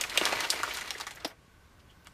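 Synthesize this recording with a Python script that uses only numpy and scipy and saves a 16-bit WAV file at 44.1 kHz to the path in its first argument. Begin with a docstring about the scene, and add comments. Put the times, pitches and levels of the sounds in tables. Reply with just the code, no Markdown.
"""Sharp creases snap as hands unfold a stiff paper packet of coffee, heard in mono in a small hard-walled kitchen.
Between the snaps the paper rustles, ticks and scuffs on itself, and its panels flap with a dull pop.
Snaps and pops are clicks and grains exciting resonances; rustle and scuffs are dense grains in bands.
A near surface throws the sharp sounds back a few ms later, and a short reverberation follows.
A gas ring and a low hum, made of noise bands and narrow resonances, lie underneath."""
import sys
import numpy as np
from scipy import signal
from scipy.io import wavfile

SR = 44100
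rng = np.random.default_rng(int(sys.argv[2]) if len(sys.argv) > 2 else 0)


def rack_gain(trim_db):
    """Turn a fader trim in dB into the linear factor to multiply a signal by."""
    fader = np.asarray(trim_db, float)
    return 10 ** (fader / 20)


def int16_out(signal):
    """Quantize to a 16-bit WAV file."""
    q = np.round(np.clip(np.atleast_2d(signal).T, -1, 1) * 32767)
    wavfile.write(sys.argv[1], SR, q.astype(np.int16))


N = 94197  # length in samples

# Spectrum of gas ring and hum. Each row: frequency in Hz, relative density in dB per Hz.
AIR_SPECTRUM = [(15, -46.5), (25, -10.5), (74, -6.5), (177, -14), (232, -18), (273, -18.5), (538, -22.5),
                (878, -26.5), (1060, -22.5), (1550, -30.5), (1830, -24), (2530, -30), (2750, -30.5),
                (13600, -43.5), (16500, -54)]
# Loudness of that background. Each row: time in seconds, rms level in dB.
AIR_LOUDNESS = [(0, -56), (1.3, -59.5), (1.65, -59), (2.13, -57.5)]
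# Faint whistles of the gas ring. Each row: pitch in Hz, ring time (60 dB) in ms, rms level in dB.
GAS_WHISTLES = [(1110, 63, -74), (1536, 25, -71.5)]
# A hand bumps the packet. One row: start in seconds, level of the ring before its low-pass in dB,
# pitch in Hz, ring time (60 dB) in ms.
HAND_THUMP = (0.36, -40, 118, 80)

# The packet's levels in the tables below are dry, ahead of the room, the low cut and the editing fade.
# Rustle of the paper. Each row: time in seconds, rms level of its middle in dB, of its treble in dB,
# of its low end in dB.
RUSTLE_LEVELS = [(0.0, -39.5, -50.5, -52), (0.064, -46, -53, -55), (0.184, -35.5, -42.5, -51.5),
                 (0.25, -34, -40.5, -44), (0.374, -36.5, -43.5, -47), (0.472, -40, -45.5, -49),
                 (0.616, -40, -46.5, -48), (0.742, -43, -45, -57), (1.048, -50.5, -61, -64.5),
                 (1.146, -57, -63, -62.5), (1.28, -52.5, -69, -62), (1.36, -64, -72, -52)]
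# Colour of the rustle within each of its three ranges. Each row: frequency in Hz, density in dB per Hz.
RUSTLE_SPECTRUM = [(120, -42), (200, -8), (548, -5.5), (950, -2), (1910, -1.5), (2050, 7.5), (2510, -2.5),
                   (3620, -4.5), (14300, -30), (16000, -47)]
# Soft scuffs of paper on paper. Each row: start in seconds, rms level before the swell in dB,
# centre in Hz, width in octaves, length in ms.
PAPER_SCUFFS = [(0.213, -23.5, 2260, 1.2, 2.7), (0.323, -27.5, 2300, 2.13, 8.3),
                (.376, -37, 2730, 0.77, 4.7), (0.392, -36.5, 1970, 0.2, 12), (.432, -32.5, 1400, 2.43, 34),
                (.522, -33.5, 1890, 1.9, 14.5), (0.706, -34.5, 2170, 0.83, 13),
                (.817, -28.5, 2090, 0.24, 6.4), (0.877, -40.5, 3540, 0.57, 10),
                (.945, -44, 1860, 0.39, 13.6), (1.169, -48, 1680, 0.52, 23), (1.200, -50.5, 2520, 2.4, 11),
                (1.215, -55.5, 1490, 0.57, 19), (1.304, -50.5, 940, 2.9, 27), (1.792, -63, 3500, 1, 23),
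                (1.884, -64, 3110, 0.2, 61), (1.9, -69, 3500, 2.2, 26), (2.053, -56.5, 1780, 1.9, 27)]
# Panels that pop in or out. Each row: start in seconds, peak in dB, pitch in Hz,
# ring time (60 dB, held to 8..26) in ms.
PANEL_POPS = [(.015, -34, 554, 12), (.178, -23, 580, 16), (0.2136, -17.5, 410, 11), (.217, -19.5, 343, 18),
              (.324, -22.5, 580, 8.3), (.328, -21, 810, 21), (0.434, -32, 715, 15), (.538, -28.5, 650, 16),
              (.912, -36, 820, 30), (0.957, -39.5, 473, 29), (1.002, -36, 850, 37), (1.018, -37, 890, 34),
              (1.072, -36.5, 850, 41), (1.113, -40, 845, 34), (1.2475, -24, 720, 20),
              (1.2535, -22.5, 320, 32), (1.27, -35.5, 696, 8)]
# Creases that snap. Each row: start in seconds, peak in dB, ringing pitch in Hz, gain of the broad crack
# in dB, low edge in octaves below the ring, ring time (60 dB) in cycles, tearing decay (to 1/e) in ms.
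CREASE_SNAPS = [(0.0111, -12.5, 6500, -4, 0.58, 2.8, 1.5), (0.014, -12, 3520, 3.5, 0.51, 9.7, 1.5),
                (.038, -16.5, 2240, -29, 0.26, 1.7, 4.3), (0.0971, -23, 3500, -12, 0.42, 2.1, 4.7),
                (.175, -5.5, 2710, -3, 0.4, 2.9, 2.8), (0.177, -13.5, 3700, -16, 0.74, 18, 2.2),
                (.254, -10, 4540, 26, 0.76, 1.6, 2.7), (0.405, -18, 4940, -11, 0.75, 3.7, 4.3),
                (0.5031, -6.5, 5080, 10, 0.24, 9.8, 0.52), (.506, -9.5, 4930, -2, 0.42, 7.1, 0.74),
                (.514, -33, 12500, -1, .3, 10, 1), (.528, -34, 12500, -6, .3, 10, 1),
                (0.6328, -15, 1430, -4.5, 0.35, 8.1, 1.2), (0.6373, -18, 1404, -22, 0.12, 6, 2.5),
                (.739, -29, 12500, -10, .2, 14, 1), (0.744, -27.5, 6030, 16, 1.1, 2.3, 16),
                (.766, -31, 9400, -10, 0.51, 5, 1.1), (.771, -22, 1550, 3.5, 0.63, 2.7, 4),
                (0.786, -25.5, 3500, -11, 2.9, 3.3, 1.9), (0.811, -24, 2280, 4, 1.4, 2.1, 3.9),
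                (0.877, -38, 8000, -11, 1.5, 3.6, 4.9), (0.9066, -14.5, 5540, -3, 2.85, 8.6, 3.1),
                (0.943, -35, 5840, 16, 1.5, 8.3, 2.7), (0.981, -31, 6000, 20, 2.8, 5, 6.3),
                (0.9999, -27.5, 1300, 13, 0.36, 7.2, 6.9), (1.0103, -21, 4800, -17, 2.16, 3.8, 3.3),
                (1.068, -24.5, 1320, 6.5, 0.48, 7, 6.9), (1.07, -29, 2086, -6.5, 0.96, 8.6, 11.6),
                (1.109, -27.5, 3630, 42, 1.2, 3.8, 7.1), (1.151, -42, 12500, 0, 0.29, 11, 2.8),
                (1.158, -38, 6300, 10, 0.29, 6.1, 4), (1.2471, -22.5, 5220, -3, 2.06, 12, 3.9),
                (1.250, -18.5, 3800, 9, 2.3, 14, 2), (1.277, -38, 13000, -9, 0.25, 10, 1.3),
                (2.047, -46.5, 12900, 2, 1.24, 4.7, 1.1), (2.071, -30, 2200, 21, 1.8, 21, 1.3)]

# Near surfaces. Each row: delay in ms, level re the direct sound in dB.
NEAR_ECHOES = [(3.7, -8), (6.1, -12), (9.3, -13), (13.0, -15)]
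# Reverberation of the kitchen. Each row: frequency in Hz, decay time (60 dB) in seconds, relative level in dB.
ROOM_DECAY = [(298, 0.08, -12), (810, 0.6, -6), (1490, 0.13, -1.5), (3800, 0.083, 4), (10400, 0.29, 4.5),
              (16600, .1, 0)]

AIR_FLICKER_DB, AIR_FLICKER_HZ = 1, 5
GRAINS_PER_S, GRAIN_SPREAD_DB, GRAIN_CYCLES = 9000, 3, 9.8  # the rate before clumping
CLUMP_DB, CLUMP_RATE_HZ = 3, 60
TICKS_PER_S, TICK_CYCLES = 140, 5.0
TICK_DB = 15  # re the rustle's middle, for the smallest and lowest ticks
POP_PUSH_MS = 2.5  # decay to 1/e
POP_OVERTONE, POP_OVERTONE_DB = 1.77, -8  # frequency ratio, level re the low mode
TEAR_DB, TEAR_GRAINS_PER_S = -14, 8000  # the level is re the first click
CRACK_TOP_HZ = 6820
RING_SPLIT = 0.1  # a crease rings at two pitches this share apart
ECHO_SMEAR_MS, ECHO_TOP_HZ = 0.5, 7000
ROOM_DB, ROOM_RISE_MS = -9, 1.3  # the tail's energy re the direct sound, and its build-up
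PAPER_LOW_CUT_HZ = 292  # so small a thing radiates no bass
# An editing fade turns down the packet and its reverberation, and lifts at the end time.
FADE_S, FADE_FALL_S, FADE_DB, FADE_END_S = 1.306, 0.053, -18.5, 1.7
TOP_STOP_HZ, TOP_TRACE_DB = 16000, -50  # above the stop only a trace passes
SILENT_FROM_S = 2.136


def rms_one(x):
    """Scale to unit rms."""
    return x / np.sqrt(np.mean(x ** 2) + 1e-20)


def at_hz(points, hz, axis=1):
    """Read a column of a spectrum table on a log-frequency axis."""
    p = np.array(points)
    return np.interp(np.log(hz), np.log(p[:, 0]), p[:, axis])


def butter(x, order, hz, kind="low"):
    """Butterworth filter."""
    return signal.sosfilt(signal.butter(order, hz, kind, fs=SR, output="sos"), x)


def drift(rate):
    """Slow random wander with spread 1: noise smoothed twice at a corner of rate Hz."""
    hop = 40  # drawn at every 40th sample, joined by lines
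    r = np.exp(-2 * np.pi * rate * hop / SR)
    noise = rng.standard_normal(N // hop + 2002)
    slow = signal.lfilter([1], [1, -2 * r, r * r], noise)[2000:]  # past the filter's start
    return np.interp(np.arange(N) / hop, np.arange(len(slow)), rms_one(slow))


def ring(clicks, hz, t60):
    """A two-pole resonance: a unit click starts a dying sine of height about 1."""
    r = rack_gain(-60 / (t60 * SR))
    w = 2 * np.pi * hz / SR
    return signal.lfilter([0, np.sin(w)], [1, -2 * r * np.cos(w), r * r], clicks + 1e-18)


def grains(per_s, spread_db, size):
    """Random clicks of uneven size and sign."""
    sizes = rack_gain(spread_db * np.minimum(rng.exponential(1, size), 4))
    signs = rng.choice([-1, 1], size)
    return sizes * signs * (rng.random(size) < per_s / SR)


def add(out, s, sound):
    """Mix a sound in at time s."""
    i = max(int(s * SR), 0)
    out[i:i + len(sound)] += sound[:len(out) - i]


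def air():
    """Gas ring and hum: third-octave bands of noise, each with its own slight flicker."""
    out = 0
    edges = 18 * 2 ** np.arange(0, 10, 1 / 3)
    # Neighbouring bands draw on different noises; the first half second lets the filters settle.
    white = rng.standard_normal((2, N + SR // 2))
    for k, (low, high) in enumerate(zip(edges, edges[1:])):
        band = butter(white[k % 2], 2, [low, high], "band")[-N:]
        level_db = at_hz(AIR_SPECTRUM, np.sqrt(low * high))
        out = out + band * rack_gain(level_db + AIR_FLICKER_DB * drift(AIR_FLICKER_HZ))
    s, db = np.transpose(AIR_LOUDNESS)
    return rms_one(out) * rack_gain(np.interp(np.arange(N) / SR, s, db))


def whistles():
    """Noise in narrow resonances gives the gas ring its faint wavering pitches."""
    out = np.zeros(N)
    for hz, ms, db in GAS_WHISTLES:
        out += rack_gain(db) * rms_one(ring(rng.standard_normal(N), hz, ms / 1e3))
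    return out


def thump():
    """The bump of a hand: one soft low ring."""
    s, db, hz, ring_ms = HAND_THUMP
    click = np.zeros(N)
    click[int(s * SR)] = rack_gain(db)
    return butter(ring(click, hz, ring_ms / 1e3), 2, 2 * hz)


def rustle():
    """Clumped grains are dealt to many small paper resonances."""
    s, middle_db, treble_db, low_db = np.transpose(RUSTLE_LEVELS)
    t = np.arange(N) / SR
    rate = GRAINS_PER_S * rack_gain(CLUMP_DB * drift(CLUMP_RATE_HZ))
    clicks = grains(rate, GRAIN_SPREAD_DB, size=N)
    dealt = rng.integers(0, 16, N)
    parts = np.zeros((3, N))  # low end, middle, treble
    for k, hz in enumerate(np.geomspace(230, 15500, 48)):
        one = ring(clicks * (dealt == k % 16), hz, GRAIN_CYCLES / hz)
        part = int(hz > 900) + int(hz > 4000)
        # sqrt(hz): each resonance is as wide as its pitch is high
        parts[part] += rms_one(one) * np.sqrt(hz) * rack_gain(at_hz(RUSTLE_SPECTRUM, hz))
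    mix = np.zeros(N)
    for part, level_db in zip(parts, (low_db, middle_db, treble_db)):
        mix += rms_one(part) * rack_gain(np.interp(t, s, level_db))
    return mix * (t < s[-1])


def ticks():
    """Tiny creases snap at random, each ringing at one of twelve pitches; their level follows the rustle."""
    s, middle_db = np.transpose(RUSTLE_LEVELS)[:2]
    t = np.arange(N) / SR
    level = rack_gain(TICK_DB + np.interp(t, s, middle_db)) * (t < s[-1])
    clicks = grains(TICKS_PER_S, spread_db=1.5, size=N) * level
    pitches = np.geomspace(1200, 9000, 12)
    dealt = rng.integers(0, 12, N)
    out = np.zeros(N)
    for k, hz in enumerate(pitches):
        one = ring(clicks * (dealt == k), hz, TICK_CYCLES / hz)
        out += one * np.sqrt(pitches[0] / hz)  # higher ticks are weaker
    return out


def scuffs():
    """Paper rubs on paper: dense grains under a swell, in one band."""
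    out = np.zeros(N)
    for s, db, hz, width, ms in PAPER_SCUFFS:
        length = max(ms, 2) * SR / 1e3
        swell = np.sin(np.pi * np.clip(np.arange(4096) / length, 0, 1) ** .7)  # swells faster than it fades
        edges = hz * 2 ** (np.array([-.5, .5]) * max(width, .05))
        edges = np.clip(edges, 50, .45 * SR)
        rub = butter(grains(11000, spread_db=2.0, size=4096), 2, edges, "band")
        add(out, s, rack_gain(db) * rms_one(rub) * swell)
    return out


def pops():
    """A few ms of uneven push set a panel's low mode and one overtone ringing."""
    out = np.zeros(N)
    t = np.arange(6000) / SR
    for s, db, hz, ring_ms in PANEL_POPS:
        push = 0.41 * grains(2300, spread_db=2.5, size=len(t)) * np.exp(-t * 1e3 / POP_PUSH_MS)
        push[0] = 1
        t60 = np.clip(ring_ms, 8, 26) / 1e3
        overtone = ring(push, hz * POP_OVERTONE, t60 / 2)
        sound = ring(push, hz, t60) + rack_gain(POP_OVERTONE_DB) * overtone
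        sound = butter(sound, 2, 0.44 * hz, "high")
        add(out, s, rack_gain(db) * sound / np.abs(sound).max())
    return out


def snaps():
    """A click and a dying burst of tearing grains, heard as a broad crack and a short ring at two pitches."""
    out = np.zeros(N)
    t = np.arange(4096) / SR
    for s, db, hz, crack_db, below, cycles, tear_ms in CREASE_SNAPS:
        tearing = grains(TEAR_GRAINS_PER_S, spread_db=4.5, size=len(t))
        force = rack_gain(TEAR_DB) * tearing * np.exp(-t * 1e3 / max(tear_ms, .2))
        force[0] = 1
        crack = butter(force, 2, CRACK_TOP_HZ)
        t60 = max(cycles, 1) / hz
        upper_hz = min(hz * (1 + RING_SPLIT), .4 * SR)
        sound = rack_gain(crack_db) * crack + .5 * ring(force, hz, t60) - 0.229 * ring(force, upper_hz, t60)
        sound = butter(sound, 4, hz / 2 ** max(below, 0), "high")
        add(out, s, rack_gain(db) * sound / np.abs(sound).max())
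    return out


def kitchen(sharp, spread):
    """Near surfaces echo the sharp sounds, a little smeared; a dense tail of all dies band by band."""
    t = np.arange(SR // 2) / SR
    tail = 0
    edges = 150 * 2 ** np.arange(0, 7, .75)
    for low, high in zip(edges, edges[1:]):
        band = butter(rng.standard_normal(len(t)), 2, [low, high], "band")
        t60 = max(at_hz(ROOM_DECAY, np.sqrt(low * high)), .03)
        tail = tail + band * rack_gain(at_hz(ROOM_DECAY, low, axis=2) - 60 * t / t60)
    tail = tail * (1 - np.exp(-t * 1e3 / ROOM_RISE_MS))
    far = rack_gain(ROOM_DB) * tail / np.sqrt(np.sum(tail ** 2))

    near = np.zeros(len(t))
    for ms, db in NEAR_ECHOES:
        scatter = rng.standard_normal(64) * np.exp(-t[:64] * 1e3 / ECHO_SMEAR_MS)
        add(near, ms / 1e3, rack_gain(db) * scatter / np.sqrt(np.sum(scatter ** 2)))
    near = butter(near, 1, ECHO_TOP_HZ)

    direct = sharp + spread
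    wet = signal.fftconvolve(direct, far) + signal.fftconvolve(sharp, near)
    return direct + wet[:N]


def scene():
    """The packet in the room, under its editing fade, over the steady air; one channel."""
    t = np.arange(N) / SR
    fade_db = FADE_DB * np.clip((t - FADE_S) / FADE_FALL_S, 0, 1) * (t < FADE_END_S)
    packet = kitchen(sharp=snaps() + scuffs() + ticks(), spread=pops() + rustle())
    packet = butter(packet, 3, PAPER_LOW_CUT_HZ, "high")
    return (packet * rack_gain(fade_db) + thump() + air() + whistles())[None]


def roll_off(x):
    """The treble ends steeply here."""
    return signal.sosfilt(signal.butter(12, 16990, fs=SR, output="sos"), x)


def record(dry):
    """The extreme treble is cut to a trace and the end falls silent."""
    steep = signal.cheby2(14, 60, TOP_STOP_HZ, fs=SR, output="sos")
    mix = signal.sosfilt(steep, dry) + rack_gain(TOP_TRACE_DB) * dry
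    mix = mix * (np.arange(N) < SILENT_FROM_S * SR)
    return roll_off(mix)


dry = scene()
out = record(dry)
int16_out(out)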